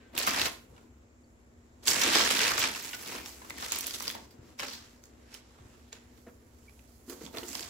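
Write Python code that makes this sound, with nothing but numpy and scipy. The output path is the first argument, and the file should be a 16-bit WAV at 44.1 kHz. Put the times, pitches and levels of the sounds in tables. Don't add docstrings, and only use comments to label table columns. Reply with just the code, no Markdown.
import sys
import numpy as np
from scipy import signal
from scipy.fft import rfft, irfft, next_fast_len
from scipy.io import wavfile
from scipy.ndimage import uniform_filter1d

SR = 44100
rng = np.random.default_rng(int(sys.argv[2]) if len(sys.argv) > 2 else 0)


def master_out(mix):
    frames = np.transpose(np.atleast_2d(mix))
    ceiling = np.clip(frames, -1, 1)
    pcm = np.round(ceiling * 32767).astype(np.int16)
    wavfile.write(sys.argv[1], SR, pcm)


def volts(x):
    e = np.asarray(x, float) / 20
    return 10 ** e


N = 339129


def unit_rms(x):
    return x / np.sqrt(np.mean(x ** 2) + 1e-20)


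def at_hz(points, hz):
    table_hz, values = np.transpose(points)
    return np.interp(np.log(hz), np.log(table_hz), values)


def drift(rate_hz):
    control_rate, settle = 200, 400
    steps = int(N / SR * control_rate) + settle + 2
    r = np.exp(-2 * np.pi * rate_hz / control_rate)
    slow = signal.lfilter([1], [1, -2 * r, r * r], rng.standard_normal(steps))[settle:]
    return np.interp(np.arange(N) * control_rate / SR, np.arange(len(slow)), unit_rms(slow))


def die(clicks, t60_s):
    return signal.lfilter([1], [1, -volts(-60 / (t60_s * SR))], clicks + 1e-18)


def pair(noise, alike):
    alike = np.clip(alike, -.99, .99)
    shared = np.sqrt(1 + alike) * noise[0]
    opposed = np.sqrt(1 - alike) * noise[1] * np.array([[1], [-1]])
    return (shared + opposed) / np.sqrt(2)


def panned(db):
    return volts(np.array([db / 2, -db / 2]))


# frequency in Hz, relative density in dB per Hz.
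HOUSE_COLOUR = [(20, -9), (40, -7), (65, 12), (100, 3.5), (150, -11), (230, -4.5), (400, -5.5), (900, -16),
                (2400, -21), (4000, -46.5), (7500, -19.5), (8600, -45.5), (16000, -50)]
# frequency in Hz, left-right likeness from -1 to 1.
HOUSE_LIKENESS = [(60, .96), (150, .9), (380, .9), (950, -.3), (2380, -.6), (5980, 0), (15000, .25)]
# frequency in Hz, middle level in dB, rate of the level's waver in Hz.
HUM_TONES = [(125.5, -70.5, 6), (239.3, -63, 10)]


def house(waver_db=2.5):
    size = next_fast_len(N)
    hz = np.maximum(np.arange(size // 2 + 1) * SR / size, 1)
    spectra = rfft(rng.standard_normal((2, size))) * volts(at_hz(HOUSE_COLOUR, hz))
    bed = irfft(pair(spectra, at_hz(HOUSE_LIKENESS, hz)), size)[:, :N]
    out = volts(-59.5) * unit_rms(bed)
    for hum_hz, db, waver_hz in HUM_TONES:
        level = volts(db + waver_db * drift(waver_hz))
        phase = 2 * np.pi * hum_hz * np.arange(N) / SR + 1.2 * drift(3.8)
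        out += level * np.sin(phase)
    return out


def room(x, shared_hz=600):
    t60_s, treble_t60_s, gap_s, level_db = 0.36, 0.13, .004, -9
    t = np.arange(SR // 2) / SR
    echoes = rng.standard_normal((2, len(t))) * (t > gap_s)
    bass = signal.sosfilt(signal.butter(2, shared_hz, fs=SR, output="sos"), echoes)
    echoes[1] += bass[0] - bass[1]
    dull = signal.lfilter([.35], [1, -.65], echoes)
    treble = echoes - dull
    tail = dull * volts(-60 * t / t60_s) + treble * volts(-60 * t / treble_t60_s)
    tail /= np.sqrt(np.sum(tail ** 2) / 2)
    return volts(level_db) * signal.fftconvolve(x, tail, axes=1)[:, :N]


# start in seconds, pitch in Hz, relative level in dB, length in seconds.
SQUEAK_TONES = [(0.0, 1560, -66, 0.12), (0.01, 2930, -73, 0.11), (1.237, 4530, -53.5, 0.01),
                (2.93, 1475, -40.5, 0.043), (3.058, 295, -47, 0.03), (6.676, 2300, -53, 0.019)]


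def squeaks(rough=.4):
    out = np.zeros(N)
    for s, hz, db, length in SQUEAK_TONES:
        t = np.arange(int(length * SR)) / SR
        i = round(s * SR)
        swell = np.sin(np.pi * t / length)
        out[i:i + len(t)] += volts(db) * swell * np.sin(2 * np.pi * hz * t)
    return out * (1 - rough + rough * drift(60))


# start in seconds, relative level in dB, lower mode in Hz.
BOX_KNOCKS = [(0.157, -41, 324), (0.699, -39.5, 106), (2.158, -23.5, 330), (2.448, -35, 315),
              (3.148, -38.5, 481), (4.39, -34, 97), (4.629, -38, 579), (5.605, -36, 93), (5.651, -34, 73.5),
              (5.927, -47.5, 450), (6.265, -45, 480), (6.27, -39.5, 233), (6.284, -46, 382),
              (7.079, -36, 269), (7.096, -34, 337), (7.119, -36.5, 369), (7.139, -54, 415),
              (7.211, -34.5, 310), (7.239, -35.5, 177), (7.341, -38, 436), (7.369, -39, 447),
              (7.428, -33, 353), (7.449, -47, 396), (7.598, -41.5, 330)]


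def thumps(slap_db=-14):
    t60_s = 0.08
    out, t = np.zeros(N), np.arange(SR // 4) / SR
    slap_band = signal.butter(2, [500, 1800], "band", fs=SR, output="sos")
    slap = unit_rms(signal.sosfilt(slap_band, rng.standard_normal(N)))
    detunes = rng.uniform(1.18, 1.497, len(BOX_KNOCKS))
    for (s, db, hz), detune in zip(BOX_KNOCKS, detunes):
        i = round(s * SR)
        part = t[:N - i]
        ring = np.sin(2 * np.pi * hz * part) + 0.72 * np.sin(2 * np.pi * hz * detune * part)
        swell = 1 - np.exp(-part * hz)
        push = volts(db - 1 - 60 * part / t60_s) * swell
        slap_gain = volts(slap_db) * (hz / 300) ** 2
        out[i:i + len(t)] += push * (ring + slap_gain * slap[i:i + len(t)])
    return out


# time in seconds, relative effort in dB, brightness in dB
PAPER_EFFORT = [(0.0, -59.5, -12), (0.127, -64, -8), (0.15, -38, -12.5), (0.183, -28.5, -0.5),
                (0.254, -31, -3.5), (0.282, -29.5, -3), (0.409, -25, -4.5), (0.444, -33, 0.5),
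                (0.471, -25, -3.5), (0.519, -55, 8.5), (0.673, -73.5, 2), (0.738, -65.5, -4),
                (0.776, -63, -4), (0.923, -72, -2), (1.3, -76, 0), (1.823, -69, -4), (1.833, -48, -1),
                (1.862, -38, 0), (1.887, -26.5, 5), (1.968, -28.5, -2), (2.003, -28, 2), (2.028, -21.5, -5),
                (2.08, -22.5, -4), (2.148, -18.5, -4.5), (2.362, -25.5, -1.5), (2.458, -19.5, -4),
                (2.559, -30, -2.5), (2.589, -28.5, -0.5), (2.644, -20.5, -5), (2.691, -33.5, -3),
                (2.761, -39, 0.5), (2.913, -42.5, 1), (3.028, -44.5, 1), (3.139, -35.5, -2.5),
                (3.225, -49.5, 0), (3.274, -47.5, 5.5), (3.43, -57.5, 3.5), (3.554, -48.5, 0),
                (3.637, -38, 3.5), (3.699, -49.5, 8.5), (3.72, -33, -1), (3.76, -36, 2),
                (3.851, -43.5, 4.5), (3.896, -41, 9), (3.929, -52, 9), (3.951, -43, 9), (3.99, -46, 6.5),
                (4.063, -40.5, 4.5), (4.123, -50, 8.5), (4.161, -42.5, -5.5), (4.275, -66.5, 2),
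                (4.39, -66, -5), (4.495, -59.5, 1), (4.574, -69, 3), (4.599, -33.5, 2.5),
                (4.624, -34.5, -1), (4.714, -44.5, 4.5), (4.849, -58, 3.5), (5.019, -69, 2.5),
                (5.051, -64, 6), (5.123, -66, -2), (5.271, -63, -1), (5.335, -53, 2), (5.35, -51.5, 9),
                (5.42, -61.5, -3), (5.739, -61.5, -2), (5.912, -67, 1), (5.934, -52, -2),
                (5.994, -61.5, -3), (6.116, -66, -1.5), (6.176, -63.5, 1.5), (6.246, -74.5, 8.5),
                (6.419, -71, 0), (6.695, -67.5, 2), (7.056, -71.5, 4.5), (7.106, -56.5, 12),
                (7.174, -60, 1), (7.251, -50, 2.5), (7.285, -59.5, 0), (7.325, -64, 2), (7.348, -41, -5),
                (7.456, -58, 7.5), (7.488, -48, 8), (7.608, -42.5, 4.5), (7.688, -49, 3.5)]
# time in seconds, drag in dB.
BOX_DRAG = [(0, -10), (0.15, 3), (0.19, -4.5), (0.47, 2.5), (0.55, 1), (0.7, 9), (0.776, 2), (0.92, -1.5),
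            (1.83, 0.5), (1.9, 4.5), (2.15, 1), (2.36, 0), (2.8, -3.5), (3.14, 1), (3.55, 1.5),
            (3.72, -3.5), (4.1, 2.5), (4.16, 0.5), (4.39, 5), (4.62, 1.5), (4.85, -2), (5.12, 4),
            (5.42, -7), (5.74, 1.5), (5.95, -6), (6.29, 5), (6.7, -0.5), (7.1, 3.5), (7.35, 7.5), (7.49, 8),
            (7.69, 0)]
# time in seconds, left-right difference in dB, treble in dB
PAPER_PLACE = [(0, -0.5, 0.5), (1.8, -2, -2), (2.6, -2, 0), (2.9, -1, 5), (3.5, 0.5, -1.5), (4.1, -0.5, 0),
               (4.55, 0, -4.5), (5.4, -2, -5), (5.8, -3, -1), (6.5, -5, 0), (6.9, -5, 4.5), (7.1, -6, -1),
               (7.69, -2.5, -3)]


def handling():
    t = np.arange(N) / SR
    time_s, effort, brightness = np.transpose(PAPER_EFFORT)
    effort_db, bright = np.interp(t, time_s, effort), np.interp(t, time_s, brightness)
    drag = np.interp(t, *np.transpose(BOX_DRAG))
    time_s, side, facing = np.transpose(PAPER_PLACE)
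    side_db, facing_db = np.interp(t, time_s, side), np.interp(t, time_s, facing)
    soft = -30 - effort_db
    crisp_db = -4 + 0.0234 * soft + 0.87 * bright
    treble_db = -12 + .12 * soft + 1.14 * bright + 0.5 * drag + facing_db
    flex_db = -8.5 + 0.2939 * soft - 0.39 * bright + 0.68 * drag
    box_db = -11.5 + .5 * soft - 0.46 * bright + 0.98 * drag
    return effort_db, crisp_db, treble_db, flex_db, box_db, side_db


def facets(per_s=220, cycles=27.0, size_db=3.5, snap_ring_db=-7, crack_ring_db=3):
    left_lag_s = 0.000352
    crinkle_db, *others, side_db = handling()
    sizes = volts(crinkle_db + crack_ring_db - 12.5 + size_db * np.minimum(rng.exponential(1, N), 3))
    sizes *= (rng.random(N) < per_s / SR) * rng.choice([-1, 1], N)
    dealt, out = rng.integers(0, 20, N), np.zeros(N + SR)
    for k, hz in enumerate(np.geomspace(900, 5000, 20)):
        r, w = volts(-60 * hz / (cycles * SR)), 2 * np.pi * hz / SR
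        strikes = sizes * (dealt == k) + 1e-18
        out[:N] += signal.lfilter([0, np.sin(w)], [1, -2 * r * np.cos(w), r * r], strikes)
    t = np.arange(SR // 12) / SR
    for s, db, hz, treble_db, t60 in CREASE_SNAPS:
        i = round(s * SR)
        ring_t60 = 0.69 * t60 + cycles / hz / 2
        out[i:i + len(t)] += volts(db + snap_ring_db - 60 * t / ring_t60) * np.sin(2 * np.pi * hz * t)
    late = np.interp(np.arange(N) - left_lag_s * SR, np.arange(N), out[:N])
    return np.array([late, out[:N]]) * panned(side_db)


# start in seconds, relative level in dB,
# brightest frequency in Hz, extra treble in dB, base decay time (t60) in seconds.
CREASE_SNAPS = [(0.1508, -28.5, 7500, -9, .026), (0.1654, -24, 3880, -20, 0.0087),
                (0.1782, -10.5, 2780, 8.5, 0.0026), (0.1878, -15, 7540, 10, 0.0064),
                (0.2252, -19.5, 7550, -15, .018), (0.23, -18.5, 7200, -13, 0.028),
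                (0.265, -25.5, 6250, 3, 0.13), (0.2732, -10.5, 1284, -15, 0.044),
                (0.2918, -18, 4900, -27, .012), (0.313, -17, 2540, -11, .007),
                (0.3775, -22, 1490, -13, .025), (0.3953, -22, 3050, -8, .026),
                (0.415, -12, 4000, -9, 0.024), (0.455, -22, 3000, -2.5, 0.023),
                (0.4619, -20, 3080, -4, 0.023), (0.764, -51, 2900, -20, 0.044),
                (0.778, -44, 1400, -26, 0.036), (1.8736, -5, 7730, -16, 0.011),
                (1.8801, -4.5, 4600, -7, 0.01), (1.911, -12.5, 5000, -12, 0.018),
                (1.9356, -10.5, 7300, -15, .0079), (1.9597, -16, 2940, -24, 0.013),
                (2.014, -14.5, 5650, -9, 0.066), (2.0348, -11, 6200, -12, 0.033),
                (2.147, -16, 3240, -22, .02), (2.207, -18, 2830, -14, 0.013),
                (2.225, -18.5, 3050, -14, .012), (2.243, -33, 3180, -9, 0.018),
                (2.3056, -21.5, 2540, -9, 0.043), (2.39, -18, 3140, -15, 0.032),
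                (2.404, -14, 2740, -30, 0.02), (2.44, -29, 5500, -3, 0.035),
                (2.465, -19.5, 2570, -12, 0.072), (2.5784, -16.5, 1470, -20, 0.039),
                (2.593, -20, 5660, 7.5, 0.026), (2.6384, -11.5, 2360, -26, 0.016),
                (2.749, -27, 2690, -19, 0.038), (2.9326, -25.5, 2870, -21, 0.029),
                (2.946, -29, 5500, -13, 0.032), (3.183, -31, 1810, -3, 0.044),
                (3.2594, -26, 5600, -15, 0.017), (3.4178, -33.5, 1010, -37, .041),
                (3.4467, -35, 1310, -13, 0.028), (3.498, -26, 7100, -6, 0.019),
                (3.505, -20, 2060, -9, 0.0083), (3.5807, -32, 2200, 1, 0.017),
                (3.6246, -25, 1300, -45, 0.067), (3.6453, -34, 3040, -10, .023),
                (3.661, -25, 2070, -13, .011), (3.6887, -30, 1460, -14, 0.024),
                (3.72, -14, 6980, -2, 0.033), (3.7579, -27.5, 1050, 16, 0.0074),
                (3.787, -33, 7840, 26, .0076), (3.8078, -22, 5800, 6, 0.022),
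                (3.868, -23.5, 5970, 18, 0.0095), (3.879, -30, 1320, 3, .0081),
                (3.9076, -24, 4750, -11, .026), (3.939, -27.5, 3720, -6, 0.067),
                (3.9444, -32, 4880, -10, .048), (4.0003, -25, 6000, -6, 0.01),
                (4.0059, -24.5, 1020, -13, .021), (4.022, -29.5, 5840, 6, 0.038),
                (4.079, -14.5, 4830, -10, .017), (4.1012, -17, 3460, -16, .006),
                (4.111, -32, 2630, 8, 0.01), (4.151, -27, 910, -4, 0.023), (4.3073, -51, 4770, -1, 0.097),
                (4.5893, -30.5, 5600, -15, 0.064), (4.732, -33, 4440, -9, 0.073),
                (5.0385, -32, 6400, -7, 0.0053), (5.0555, -40, 6720, -6, .0088),
                (5.3416, -28, 5360, -1, 0.013), (5.347, -34, 3040, -10, 0.021),
                (5.5838, -51, 1120, -30, .075), (5.923, -42.5, 2270, -26, 0.024),
                (5.928, -25, 6950, -24, 0.02), (6.175, -56, 4500, -23, .03), (6.6945, -45, 2430, -13, .014),
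                (6.7925, -44, 2600, -16, 0.014), (7.0968, -36, 4350, 1, 0.025),
                (7.264, -26, 3480, -23, 0.0023), (7.276, -42, 910, -12, .0091),
                (7.3709, -23, 3530, -28, 0.013), (7.3839, -17.5, 4360, -31, .0064),
                (7.415, -37, 1530, -18, 0.0087), (7.4327, -31.5, 2970, -7, 0.019),
                (7.5522, -20, 4730, -14, 0.011), (7.5937, -23, 4900, -21, 0.0099),
                (7.6281, -22, 4900, -17, .006)]
# centre in Hz, width in Hz.
BODY_BANDS = [(290, 340), (850, 750), (2100, 2200), (5100, 4000), (11500, 7000)]
# frequency in Hz, gain in dB.
PAPER_COLOUR = [(70, -13.5), (130, -15.5), (280, -1.5), (600, -6.5), (1300, -6), (3000, -3), (7000, 2.5),
                (15000, -2)]
# frequency in Hz, left-right difference in dB.
SIDE_BALANCE = [(200, 3), (1500, 3), (5000, -1), (15000, -8)]
# frequency in Hz, left-right likeness from -1 to 1.
PAPER_LIKENESS = [(60, .95), (250, .92), (550, .1), (1300, .5), (2500, .4), (5000, .08), (15000, 0)]


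def rustle(per_s=600, clump_db=4.5, cycles=3.9, patch_db=1.5):
    slide_share, gentle_db = 1.05, -44
    crack_s, crack_size_db, crack_colour_db = .006, 2.2, 5.8
    snap_slope_db, snap_rise_s = 6, .00015
    crinkle_db, crisp_db, treble_db, flex_db, box_db, side_db = handling()
    when, peak_db, bright_hz, snap_treble_db, snap_t60 = np.transpose(CREASE_SNAPS)
    snap_flex_db = -5 - 4 * np.log2(bright_hz / 1000)
    after = np.arange(SR // 12)
    after_s = after / SR
    at = np.round(when * SR).astype(int)[:, None] + after
    born = np.flatnonzero(rng.random(N) < per_s * volts(clump_db * drift(9.0)) / SR)
    sizes_db = crack_size_db * np.minimum(rng.exponential(1, N), 3)[born]
    edges = 65 * 2 ** np.arange(0, 8.1, .5)
    white = rng.standard_normal((2, 2, N))
    slide = slide_share * volts(np.clip(gentle_db - crinkle_db, 0, 12))
    break_off = 1 + 0.92 * np.exp(-after_s / 0.00015)
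    centres, widths = np.transpose(BODY_BANDS)
    out = 0
    for k, (low, high) in enumerate(zip(edges, edges[1:])):
        hz = np.sqrt(low * high)
        box, flex, crinkle, crisp, treble = [np.interp(np.log(hz), np.log(centres), row) for row in np.eye(5)]

        cracks = np.zeros(N)
        cracks[born] = volts(sizes_db + crack_colour_db * rng.standard_normal(N)[born])
        grain = slide + die(cracks, crack_s + cycles / hz)
        grain /= np.sqrt(uniform_filter1d(grain ** 2, size=3000))
        grain *= volts(patch_db * drift(5.1))
        body_width = np.exp(np.interp(np.log(hz), np.log(centres), np.log(widths)))
        share_db = 10 * np.log10((high - low) / body_width)
        moving_db = crinkle_db + box * box_db + flex * flex_db + crisp * crisp_db + treble * treble_db
        level = grain * volts(moving_db - 2.5 + share_db + at_hz(PAPER_COLOUR, hz))

        octaves_off = np.abs(np.log2(hz / bright_hz))
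        snap_db = peak_db - 16.0 - snap_slope_db * (crinkle + crisp) * octaves_off
        snap_db = snap_db + treble * snap_treble_db + (flex + box) * snap_flex_db - 14 * box
        snaps = np.zeros(N + len(after))
        fall = volts(snap_db[:, None] - 60 * after_s / (snap_t60[:, None] + 1.2 / hz))
        rise = 1 - np.exp(-after_s / snap_rise_s)
        np.add.at(snaps, at, fall * break_off * rise)

        noise = pair(white[k % 2], at_hz(PAPER_LIKENESS, hz)) * np.sqrt(SR / 2 / (high - low))
        band_filter = signal.butter(2, [low, high], "band", fs=SR, output="sos")
        band = signal.sosfilt(band_filter, noise * (level + snaps[:N]))
        out = out + band * panned(at_hz(SIDE_BALANCE, hz))[:, None]
    return out * panned(side_db)


def scene():
    near = rustle() + facets() + thumps() + squeaks()
    return near + room(near) + house() * panned(.9)[:, None]


def low_pass(x):
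    return signal.sosfilt(signal.butter(12, 17000, fs=SR, output="sos"), x)


def record(dry):
    dip_hz, dip_width_hz, dip_db, cutoff_hz = 8830, 960, -8.5, 16300
    band = signal.lfilter(*signal.iirpeak(dip_hz, dip_hz / dip_width_hz, fs=SR), dry)
    dipped = dry - (1 - volts(dip_db)) * band
    mix = signal.sosfilt(signal.cheby2(12, 45, cutoff_hz, fs=SR, output="sos"), dipped)
    return low_pass(mix)


dry = scene()
out = record(dry)
master_out(out)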